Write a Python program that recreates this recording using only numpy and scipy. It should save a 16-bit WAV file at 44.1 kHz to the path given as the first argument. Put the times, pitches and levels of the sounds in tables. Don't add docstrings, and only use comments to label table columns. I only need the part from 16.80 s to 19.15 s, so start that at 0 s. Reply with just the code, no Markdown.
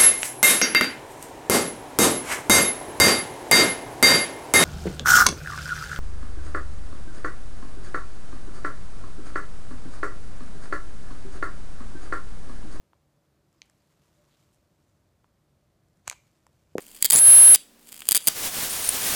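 import sys
import numpy as np
from scipy import signal
from scipy.fft import rfft, irfft
from scipy.io import wavfile
from scipy.ndimage import uniform_filter1d

SR = 44100
rng = np.random.default_rng(int(sys.argv[2]) if len(sys.argv) > 2 else 0)


def store_wav(level_fs):
    pcm = np.round(np.clip(np.atleast_2d(level_fs), -1, 1) * 32767)
    wavfile.write(sys.argv[1], SR, pcm.T.astype(np.int16))


N = 103635
T = np.arange(N) / SR


def amp(db):
    return 10 ** (np.asarray(db) / 20)


def unit_rms(x):
    return x / np.sqrt(np.mean(x ** 2) + 1e-20)


def at_hz(points, hz):
    points_hz, value = np.transpose(points)
    return np.interp(np.log(hz + 1), np.log(points_hz + 1), value)


def gain_curve(points):
    time_s, db = np.transpose(points)
    return np.interp(T, time_s, amp(db), left=0, right=0)


def add(mix, start_s, sound):
    part = mix[round(start_s * SR):][:len(sound)]
    part += sound[:len(part)]


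def tint(x, colour, top_hz=17250):
    hz = np.fft.rfftfreq(len(x), 1 / SR)
    return unit_rms(irfft(rfft(x) * amp(at_hz(colour, hz)) * (hz < top_hz), len(x)))


def noise(colour, size=N):
    return tint(rng.standard_normal(size), colour)


def click(colour, size=512):
    log_gain = np.log(amp(at_hz(colour, abs(np.fft.fftfreq(size, 1 / SR)))))
    impulse = np.fft.ifft(np.exp(np.conj(signal.hilbert(log_gain)))).real
    return impulse / np.linalg.norm(impulse)


def burst(envelope, impulse):
    x = rng.standard_normal(len(envelope)) * envelope
    for _ in range(4):
        spectrum = rfft(x)
        x = irfft(spectrum / (abs(spectrum) + 1e-12), len(x))
        x = x * envelope / np.sqrt(abs(uniform_filter1d(x ** 2, size=16)) + 1e-12)
    return np.convolve(x, impulse)[:len(x)]


def tick(colour, decay_s=.001, size=512):
    return burst(np.exp(-np.arange(size) / SR / decay_s), click(colour))


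def crackle(per_s, spread_db, bed, decay_s=.001):
    hits = (rng.random(N) < per_s / SR) * amp(spread_db * np.minimum(rng.exponential(1, N), 2.5))
    power = signal.lfilter([1], [1, -np.exp(-2 / (decay_s * SR))], hits ** 2)
    return rng.standard_normal(N) * np.sqrt(power / power.mean() + bed ** 2)


# frequency in Hz, relative level in dB.
FLOOR_COLOUR = [(12, -31.5), (20, 3.5), (89, -19.5), (227, -2), (261, -9), (292, -13.5), (472, -8.5),
                (644, -12), (854, -14), (1230, -15.5), (17000, -21.5)]
# frequency in Hz, rms level in dB.
HUM_TONES = [(234, -71.5), (294, -69.5), (392, -78), (577, -78.5)]


def background(floor_db=-59.5):
    hum = sum(amp(db) * np.sqrt(2) * np.sin(2 * np.pi * (hz * T + rng.random())) for hz, db in HUM_TONES)
    return hum + amp(floor_db) * noise(FLOOR_COLOUR)


# frequency in Hz, seconds to fall 60 dB.
TAIL_T60_S = [(200, 0.62), (2000, 0.27), (3600, 0.26), (8000, 0.33), (11000, 0.23), (17000, 0.24)]
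# frequency in Hz, relative level in dB.
TAIL_COLOUR = [(40, -14.5), (1500, 0.5), (3700, 9), (4750, 0), (5600, -3.5), (7000, -3.5), (9300, -5),
               (12000, -6), (17000, -8.5)]


def room(x, rise_s=.004):
    hz, t, spectra = signal.stft(noise(TAIL_COLOUR, SR), SR, nperseg=256)
    decay = amp(-60 * t / at_hz(TAIL_T60_S, hz)[:, None])
    tail = signal.istft(spectra * decay, SR, nperseg=256)[1]
    tail *= np.minimum(np.arange(len(tail)) / SR / rise_s, 1)
    return signal.fftconvolve(x, tail / np.linalg.norm(tail))[:N]


# time in seconds, level in dB.
CORONA_DB = [(0, -49), (.06, -55.5), (.10, -54), (.165, -47), (.2, -51), (.225, -42.5), (.30, -47),
             (.75, -62.5), (.98, -80), (1.06, -58), (1.09, -54.5), (1.2, -50), (1.24, -51), (1.28, -44.5),
             (1.40, -44), (1.44, -44), (1.48, -41.5), (1.51, -74)]
LOUD_TICKS = [(.1605, -42.5), (.1641, -42.5), (.1671, -41.5), (.188, -41), (.2149, -38), (.9945, -50),
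              (1.0717, -41), (1.0835, -40), (1.0874, -40), (1.0903, -35.5), (1.12, -41), (1.122, -31.5),
              (1.1271, -28.5), (1.1434, -32), (1.1586, -37), (1.1647, -33), (1.1775, -33), (1.1923, -34),
              (1.1965, -36), (1.2057, -29), (1.2198, -35), (1.2548, -32), (1.2701, -31), (1.2825, -30),
              (1.298, -30)]
DULL_POPS = [(1.1212, -57), (1.1258, -48), (1.1415, -43), (1.2047, -42), (1.2195, -29)]
# frequency in Hz, relative level in dB.
TICK_COLOUR = [(40, -6.5), (1400, -9), (3300, -0.5), (3900, -9), (4750, 1), (5600, -9.5), (7200, 1.5),
               (9800, 2), (11050, -5), (12000, 1.5), (13300, -7.5), (14500, -0.5), (17000, -10.5)]
DULL_COLOUR = [(40, -13), (1000, -4), (2200, 2), (3400, 5), (4800, -14), (17000, -26)]


def corona():
    out = gain_curve(CORONA_DB) * tint(crackle(per_s=400, spread_db=5.5, bed=.55), TICK_COLOUR)
    for start_s, db in LOUD_TICKS:
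        add(out, start_s, amp(db) * tick(TICK_COLOUR))
    for start_s, db in DULL_POPS:
        add(out, start_s, amp(db) * tick(DULL_COLOUR))
    return out


# time in seconds, level in dB.
WHINING_ARC_DB = [(.318, -56), (.332, -24), (.37, -30), (.40, -29.5), (.43, -31), (.48, -26), (.6, -26),
                  (.745, -27), (.765, -51)]
HOT_ARC_DB = [(1.478, -50), (1.488, -33), (1.51, -35), (1.543, -39.5), (1.575, -30.5), (1.62, -30.5),
              (1.66, -25.5), (1.68, -28.5), (1.705, -35.5), (1.76, -28.5), (1.80, -28), (1.835, -26),
              (1.865, -28.5), (1.89, -32.5), (1.95, -30), (2.11, -31.5), (2.15, -27), (2.2, -29.5),
              (2.26, -24.5), (2.35, -25)]
# start in seconds, length in seconds, level in dB.
AIR_PUFFS = [(0.32, 0.077, -34), (1.477, 0.013, -33)]
# frequency in Hz, relative level in dB.
WHINING_ARC_COLOUR = [(20, 4.5), (100, 2.5), (500, 2), (1200, 3), (2500, 3), (6000, 0), (12500, 4.5),
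                      (17000, 2.5)]
HOT_ARC_COLOUR = [(20, 3.5), (100, -1), (300, 1), (1000, 0), (3000, 0.5), (6500, 1), (9500, 2), (12000, 0),
                  (17000, 0)]
AIR_COLOUR = [(20, -26), (120, 2), (400, -1.5), (900, -7), (2000, -27), (17000, -41)]


def hiss():
    out = gain_curve(WHINING_ARC_DB) * noise(WHINING_ARC_COLOUR)
    out += gain_curve(HOT_ARC_DB) * noise(HOT_ARC_COLOUR)
    air = noise(AIR_COLOUR)
    for start_s, length_s, db in AIR_PUFFS:
        out += amp(db) * air * np.sin(np.pi * np.clip((T - start_s) / length_s, 0, 1))
    return out


# time in seconds, level in dB.
SIZZLE_DB = [(1.70, -62), (1.88, -57), (1.91, -30.5), (1.98, -41), (2.07, -28.5), (2.11, -34.5),
             (2.2, -35.5), (2.28, -38), (2.35, -52)]
# frequency in Hz, relative level in dB.
SCORCH_COLOUR = [(40, -39), (2500, -9.5), (4700, -8), (5800, -9.5), (8000, -6), (9400, 6), (10300, -9),
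                 (11200, -3), (17000, -17)]


def sizzle():
    return gain_curve(SIZZLE_DB) * tint(crackle(per_s=700, spread_db=4.5, bed=.6), SCORCH_COLOUR)


def swoop(length_s, whine_hz=10626.7, glide_s=.0005, edge_s=.0006):
    t = np.arange(0, length_s, 1 / SR)
    depth_hz = 2380 * min(1, length_s / (4 * glide_s)) ** 2
    hz = whine_hz - depth_hz * (np.exp(-t / glide_s) + np.exp((t - length_s) / glide_s))
    envelope = np.sqrt(2) * np.clip(np.minimum(t, length_s - t) / edge_s, 0, 1)
    return 2 * np.pi * np.cumsum(hz) / SR, envelope


# start in seconds, length in seconds, level in dB.
ARC_CATCHES = [(.3308, .0042, -12.5), (0.335, 0.0078, -12), (0.345, .0042, -13), (0.3506, 0.003, -14.5),
               (0.3582, 0.0048, -11.5), (0.3688, .0042, -13), (0.376, 0.0057, -12.5),
               (0.3836, 0.0031, -13.5), (1.417, 0.0055, -47), (1.433, 0.0056, -44), (1.44, .005, -42),
               (1.449, 0.0056, -42), (1.457, .004, -44), (1.46, .004, -48)]
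ARC_SPITS = [(1.9, 0.0013, -25), (1.9105, .0014, -29), (1.996, .0014, -23), (2.0756, .0016, -26),
             (2.0778, .0016, -24), (2.0895, 0.00091, -13), (2.0906, 0.00083, -6.5), (2.0915, 0.002, -11.5),
             (2.267, 0.0017, -24), (2.271, .0016, -25), (2.289, .0015, -27)]


def stutter(crack_gain_db=-5.5):
    out = np.zeros(N)
    for start_s, length_s, db in ARC_CATCHES + ARC_SPITS:
        phase, envelope = swoop(length_s)
        add(out, start_s, amp(db) * envelope * np.sin(phase))
    for start_s, length_s, db in ARC_SPITS:
        add(out, start_s, amp(db + crack_gain_db) * tick(SCORCH_COLOUR, decay_s=length_s))
    return out


OVERTONES = list(zip((3, 4, 5, 7, 11, 3 * 5), (-21, -33.5, -26, -38, -41, -46)))


def whine(start_s=.3912, end_s=.7475, held_db=-8, swell_db=6, swell_s=.085):
    phase, envelope = swoop(end_s - start_s)
    t, out = np.arange(len(phase)) / SR, np.zeros(N)
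    swell = amp(-swell_db * np.maximum(1 - t / swell_s, 0))
    flutter = 1 + .015 * unit_rms(uniform_filter1d(rng.standard_normal(len(t)), size=300))
    tone = np.sin(phase) + sum(amp(db) * np.sin(harmonic * phase) for harmonic, db in OVERTONES)
    add(out, start_s, amp(held_db) * envelope * swell * flutter * tone)
    return out


# start in seconds, level in dB, ring frequency in Hz.
GAP_SPARKS = [(.2255, -5.5, 7770), (.2457, -9.5, 7770), (.2520, -10.5, 7600), (0.2547, -9.5, 7640),
              (.2595, -9.5, 7760), (0.3013, -9.5, 8080), (0.3053, -8.5, 9500), (.3070, -7, 10500),
              (0.3084, -8.5, 9250), (0.3193, -14, 8240), (0.3227, -10, 9200), (0.3236, -13.5, 9500),
              (0.3293, -14.5, 9200), (.3307, -8.5, 9200), (0.3345, -13, 8830), (0.336, -25.5, 9500),
              (0.344, -8.5, 9600), (.3520, -10, 9200), (0.3527, -20, 9300), (0.3551, -12.5, 10000),
              (.3587, -29.5, 9300), (0.359, -9.5, 7360), (0.3617, -12.5, 7000), (0.366, -16, 7800),
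              (0.3684, -15.5, 7800), (0.3724, -8.5, 9300), (0.376, -17, 7400), (.3800, -22.5, 8700),
              (.3810, -11, 7640), (0.3861, -8, 8700), (.3891, -11.5, 7300), (.3912, -13.5, 8500),
              (0.7469, -7, 9320), (0.7484, -11, 7930), (0.7508, -8, 7410), (0.7554, -15.5, 7900),
              (0.7577, -10.5, 7720), (1.2884, -6, 9330), (1.3107, -9, 9760), (1.3193, -7.5, 9060),
              (1.326, -13, 9350), (1.3481, -8, 9080), (1.3530, -11, 9300), (1.3571, -8.5, 9150),
              (1.3635, -11.5, 9200), (1.3676, -9.5, 9400), (1.3755, -11.5, 9400), (1.4721, -7, 9510),
              (1.4760, -7, 9390), (1.4791, -11, 9730), (1.4825, -10.5, 9100), (1.484, -9, 7700),
              (1.4846, -9, 9400)]
# time in seconds, ring-to-noise gain in dB.
RING_DB = [(.26, -5), (.307, 4.5), (.322, 0), (.335, 10), (.39, 10.5), (.75, -4), (1.29, -5), (1.47, -5),
           (1.485, 3.5)]
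# frequency in Hz, relative level in dB.
EARLY_SNAP_COLOUR = [(40, -18.5), (400, -18), (1300, -18), (2100, -5.5), (2800, -11), (3250, 0), (3900, -8),
                     (4750, 5.5), (5400, -9.5), (6100, -9), (7000, 1.5), (7900, 5.5), (8700, -2),
                     (10300, 3.5), (11000, -4), (11900, 8), (13350, -9.5), (14300, 3), (15400, -0.5),
                     (16600, -0.5), (17500, -13.5), (19500, -27)]
LATE_SNAP_COLOUR = [(40, -17.5), (400, -14), (900, -16), (1400, -11.5), (2300, -5), (2750, -6.5),
                    (3350, -0.5), (3850, -5.5), (4300, -8), (4750, 4.5), (5550, -9.5), (6400, -0.5),
                    (7200, -4), (7850, 5.5), (8350, -4), (8750, 5), (9400, 6.5), (10400, 0), (11050, -4),
                    (11600, 2), (12050, -4), (12650, 1.5), (13250, 2.5), (14300, -2.5), (15700, -10),
                    (16300, 6), (17500, -19), (19500, -41)]


def sparks(hold_s=.00105, decay_s=.0017, probes_moved_s=.5, drive=.56):
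    out, t = np.zeros(N), np.arange(512) / SR
    envelope = np.where(t < hold_s, 1, .34 * np.exp(-abs(t - hold_s) / decay_s))
    early, late = click(EARLY_SNAP_COLOUR), click(LATE_SNAP_COLOUR)
    for start_s, db, ring_hz in GAP_SPARKS:
        crack = early if start_s < probes_moved_s else late
        ring_gain = amp(np.interp(start_s, *np.transpose(RING_DB)))
        ring = ring_gain * envelope ** 2 * np.sin(2 * np.pi * (ring_hz * t + rng.random()))
        snap = (4.7 * crack + burst(envelope, crack) + ring) / np.sqrt(1 + ring_gain ** 2 / 2)
        add(out, start_s, amp(db) * np.tanh(drive * snap) / drive)
    return out


def scene(discharge_send_db=-20, whine_send_db=-28):
    discharges = sparks() + stutter() + corona() + sizzle()
    tone = whine()
    room_send = amp(discharge_send_db) * discharges + amp(whine_send_db) * tone
    return (discharges + tone + hiss() + room(room_send) + background())[None]


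def record(dry, cutoff_hz=19100):
    low_pass = signal.firwin(255, cutoff_hz, window=("kaiser", 9), fs=SR)
    return signal.oaconvolve(np.clip(dry, -1, 1), low_pass[None], "same")


dry = scene()
out = record(dry)
store_wav(out)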